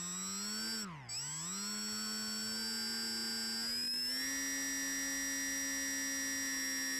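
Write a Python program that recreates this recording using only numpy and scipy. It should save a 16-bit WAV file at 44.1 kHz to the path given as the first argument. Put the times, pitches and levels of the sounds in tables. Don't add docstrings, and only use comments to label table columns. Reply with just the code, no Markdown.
import sys
import numpy as np
from scipy import signal
from scipy.fft import rfft, irfft, next_fast_len
from scipy.io import wavfile

SR = 44100
rng = np.random.default_rng(int(sys.argv[2]) if len(sys.argv) > 2 else 0)


def to_wav(sig):
    pcm = np.clip(np.atleast_2d(sig), -1, 1) * 32767
    pcm = np.round(pcm).astype(np.int16)
    wavfile.write(sys.argv[1], SR, pcm.T)


def ratio(d):
    e = np.asarray(d, float) / 20
    return 10 ** e


N = 308259

# start in seconds, speed the setting would settle at in turns per second.
STICK = [(0.0, 90.41), (0.083, 99.63), (0.334, 111.07), (0.504, 114.29), (0.714, 94.87), (0.8, 0.0),
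         (1.082, 78.34), (1.11, 93.07), (1.19, 87.67), (1.384, 109.49), (1.635, 106.83), (1.938, 123.57),
         (1.949, 107.7), (2.368, 111.43), (2.501, 112.9), (3.52, 114.78), (3.593, 123.14), (3.867, 125.51),
         (4.043, 133.98), (4.158, 138.84), (4.292, 136.4), (6.424, 133.87), (6.579, 134.76)]
# time in seconds, share of full current from 0 to 1.
THROTTLE = [
    (0, 1),
    (.829, 1),
    (.834, .45),
    (.846, .4),
    (.85, 0),
    (1.087, 0),
    (1.094, .7),
    (1.125, 1),
    (7, 1),
]
ROTOR_ORDERS = [1, 3, 6, 8, 10, 11, 12, 18, 24, 26, 31, 28, 36, 38, 56, 84]
ROTOR_DB = [-58.5, -38.5, -48, -55, -56.5, -69, -51, -65.5, -69.5, -61, -58, -61, -71, -57, -59, -59]
# frequency in Hz, level in dB.
MOUNT_13 = [(730, -72), (900, -63), (1060, -57.5), (1150, -69), (1230, -54), (1380, -56), (1600, -45.5),
            (1780, -41.5)]
# frequency in Hz, level in dB.
MOUNT_14 = [(780, -66), (1020, -59), (1250, -57), (1480, -52), (1560, -47), (1730, -48), (1860, -37),
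            (1910, -39.5)]
# frequency in Hz, level in dB.
BELL = [(2350, -56), (2750, -58), (3500, -59), (4400, -48), (4700, -39), (4970, -32), (5200, -29),
        (5730, -35)]
# frequency in Hz, level in dB.
DECK = [(110, -10), (285, -46), (335, -21), (560, -27), (870, -14.5), (1050, -3), (1160, -11), (1550, -4.5),
        (1760, -10.5), (2030, 0.5), (2220, -12), (3600, -21), (5300, -8.5), (6800, -28)]
# multiple of chopping rate, shaft order in cycles per turn, dB against chopping tone.
WINDING = [(1, -21, 3), (1, 21, -6), (1, -28, -13), (1, -19, -15.5), (1, -42, -6.5), (1, 42, 1), (1, 1, 2),
           (1, -1, -10), (-1, 126, -5), (-1, 147, -15), (-1, 168, -29), (2, -105, -13), (2, -126, -11),
           (-2, 210, -21), (-2, 252, -12), (0, 21, 1), (0, 77, -11), (0, 63, -9.5), (0, 84, 3.5),
           (0, 126, -13)]
# frequency in Hz, level in dB.
CASE = [(200, -65), (1500, -17), (3000, -17.5), (4100, -18), (4800, -6), (5300, 1.5), (5700, -7),
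        (6200, -21.5), (7200, -15), (8300, -20.5), (9300, -25.5), (10800, -29.5), (12500, -19),
        (15000, -62)]
# frequency in Hz, density in dB per Hz.
RUSH = [(30, -16), (80, -12), (300, -19), (700, -19), (1400, -16), (3000, -18.5), (4000, -37), (6000, -31),
        (9000, -38), (14500, -73)]

STICK_MOVE_S, START_TURNS_PER_S = .063, 88.1
DRAG_PER_TURN, FRICTION_TURNS_PER_S2 = .0301, 9.9
SAG_FROM_S, SAG_PER_S = 5.22, .0047
CHOP_REST_HZ, CHOP_SAG_HZ_PER_TURN_PER_S = 7805, .886
CHOP_DB = -43
FREEWHEEL_DB, EASING_DB_PER_DECADE = -18, 38
BLADE_DB, BLADE_DB_PER_DECADE = -45.5, 42
SLAP_DB, SLAP_DB_PER_DECADE, RIPPLE_PATCH_DB = -72.5, 57, 3
CLIP_TOP = 0.016


def in_time(rows):
    s, *columns = np.transpose(rows)
    return [np.interp(np.arange(N) / SR, s, column) for column in columns]


def at_hz(points, hz):
    point_hz, point_db = np.transpose(points)
    return np.interp(np.log(np.abs(hz) + 1), np.log(point_hz), point_db)


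def rms_one(x):
    return x / np.sqrt(np.mean(x ** 2) + 1e-20)


def drift(rate_hz):
    pole = np.exp(-80 * np.pi * rate_hz / SR)
    white = rng.standard_normal(N // 40 + 2002)
    slow = signal.lfilter([1], [1, -2 * pole, pole * pole], white)[2000:]
    return np.interp(np.arange(N) / 40, np.arange(len(slow)), rms_one(slow))


def tone(phase, db, waver_db, locked=False):
    level = ratio(db + waver_db * drift(8.4))
    start = rng.uniform(0, 2 * np.pi) * (not locked)
    return np.sqrt(2) * level * np.sin(phase + start)


def coloured(x, spectrum):
    size = next_fast_len(N)
    gain = ratio(at_hz(spectrum, np.fft.rfftfreq(size, 1 / SR)))
    return irfft(rfft(x, size) * gain, size)[:N]


def every_turn(turn, orders, spread_db):
    angle = np.arange(4097) * 2 * np.pi / 4096
    wave = 0
    for order in orders:
        strength = ratio(rng.normal(0, spread_db))
        wave = wave + strength * np.sin(order * angle + rng.uniform(0, 2 * np.pi))
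    return rms_one(np.interp(turn % (2 * np.pi), angle, wave))


def shaft_speed(rate_hz=400):
    t = np.arange(N * rate_hz // SR + 2) / rate_hz
    start_s, settle = np.transpose(STICK)
    moved = np.clip((t - start_s[1:, None]) / STICK_MOVE_S, 0, 1)
    torque = settle[0] ** 2 + np.diff(settle ** 2) @ moved
    torque = torque * (1 - SAG_PER_S * np.maximum(t - SAG_FROM_S, 0)) ** 2
    speed = [START_TURNS_PER_S]
    for push in torque[:-1]:
        gain = DRAG_PER_TURN * (push - speed[-1] ** 2)
        loss = FRICTION_TURNS_PER_S2 * (push < 1)
        speed.append(speed[-1] + (gain - loss) / rate_hz)
    return in_time(np.transpose([t, speed, torque / np.square(speed)]))


def rotor(speed, turn, blade_db):
    db13, db14 = at_hz(MOUNT_13, 13 * speed), at_hz(MOUNT_14, 14 * speed)
    out = tone(2 * turn, blade_db, waver_db=0.0)
    out += tone(4 * turn, blade_db - 13.0, waver_db=1.5)
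    out += tone(14 * turn, db14, waver_db=.8, locked=True)
    out -= tone(13 * turn, db13, waver_db=.8, locked=True)
    for order, db in [(15, -8.0), (16, -4.0)]:
        out += tone(order * turn, db14 + db + at_hz(DECK, order * speed), waver_db=1.8, locked=True)
    for order, db in zip(ROTOR_ORDERS, ROTOR_DB):
        out += tone(order * turn, db + at_hz(DECK, order * speed), waver_db=3.5)
    return out


def unbalance(turn, blade_db, shake_db=-18.5):
    shake = every_turn(turn, range(5, 50), spread_db=5)
    return ratio(blade_db + shake_db) * rms_one(coloured(shake, DECK))


def switching_web(turn, chop, fine_db=3.5, double_db=-5.0):
    steps = every_turn(turn, range(63, 130, 21), spread_db=6.0)
    steps += ratio(fine_db) * every_turn(turn, range(1, 100), spread_db=7.5)
    carrier = np.cos(chop) + ratio(double_db) * np.cos(2 * chop)
    return rms_one(coloured(steps * carrier, CASE))


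def windings(speed, turn, load, web_db=-9.5, hiss_db=-15):
    chop_hz = CHOP_REST_HZ - CHOP_SAG_HZ_PER_TURN_PER_S * speed
    chop = 2 * np.pi * np.cumsum(chop_hz) / SR
    powered = tone(chop, CHOP_DB, waver_db=0.63)
    for times, order, db in WINDING:
        colour_db = at_hz(CASE, times * chop_hz + order * speed)
        powered += tone(times * chop + order * turn, CHOP_DB + db + colour_db, waver_db=0.36)
    powered += ratio(CHOP_DB + web_db + 26 * np.log10(speed / 100)) * switching_web(turn, chop)
    hiss = rms_one(coloured(rng.standard_normal(N), CASE))
    powered += ratio(CHOP_DB + hiss_db + drift(8)) * hiss
    wobble = 0.13 * np.sin(turn) + 0.097 * np.sin(2 * turn)
    easing_db = EASING_DB_PER_DECADE * np.log10(np.clip(load, 1e-9, 1))
    step_db = at_hz(BELL, 42 * speed) + np.maximum(FREEWHEEL_DB, easing_db)
    steps = tone(42 * turn + wobble, step_db, waver_db=.5)
    return powered * in_time(THROTTLE)[0] + steps


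def slipstream(speed, turn, rush_db=-57.5, ring_db=-67.0, db_per_decade=29.0, throb=0.82):
    white = rng.standard_normal((2, N)) * (1 + throb * np.cos(2 * turn))
    air = ratio(rush_db) * rms_one(coloured(white[0], RUSH))
    ring = ratio(ring_db) * rms_one(coloured(white[1], DECK))
    return ratio(db_per_decade * np.log10(speed / 100) + 0.57 * drift(9.4)) * (air + ring)


def water(speed, low_hz=30, high_hz=105):
    slap_db = SLAP_DB + SLAP_DB_PER_DECADE * np.log10(speed / 100) + RIPPLE_PATCH_DB * drift(1.6)
    band = signal.butter(2, [low_hz, high_hz], "band", fs=SR, output="sos")
    rumble = rms_one(signal.sosfilt(band, rng.standard_normal(N)))
    return ratio(slap_db + 0.55 * drift(5.8)) * rumble


def scene():
    speed, load = shaft_speed()
    turn = 2 * np.pi * np.cumsum(speed) / SR + 0.0025 * drift(4.3)
    blade_db = BLADE_DB + BLADE_DB_PER_DECADE * np.log10(speed / 100)
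    mix = rotor(speed, turn, blade_db) + unbalance(turn, blade_db)
    mix += windings(speed, turn, load)
    mix += slipstream(speed, turn) + water(speed)
    return mix[None]


def roll_off(x):
    return signal.sosfilt(signal.butter(12, 14750, fs=SR, output="sos"), x)


def record(dry):
    fine = signal.resample_poly(dry, 2, 1, axis=1) / CLIP_TOP
    knee = 2.95
    flat = CLIP_TOP * fine / (1 + np.abs(fine) ** knee) ** (1 / knee)
    top_cut = signal.cheby2(16, 70, 14850, fs=SR, output="sos")
    mix = signal.sosfilt(top_cut, signal.resample_poly(flat, 1, 2, axis=1))
    return roll_off(mix)


dry = scene()
out = record(dry)
to_wav(out)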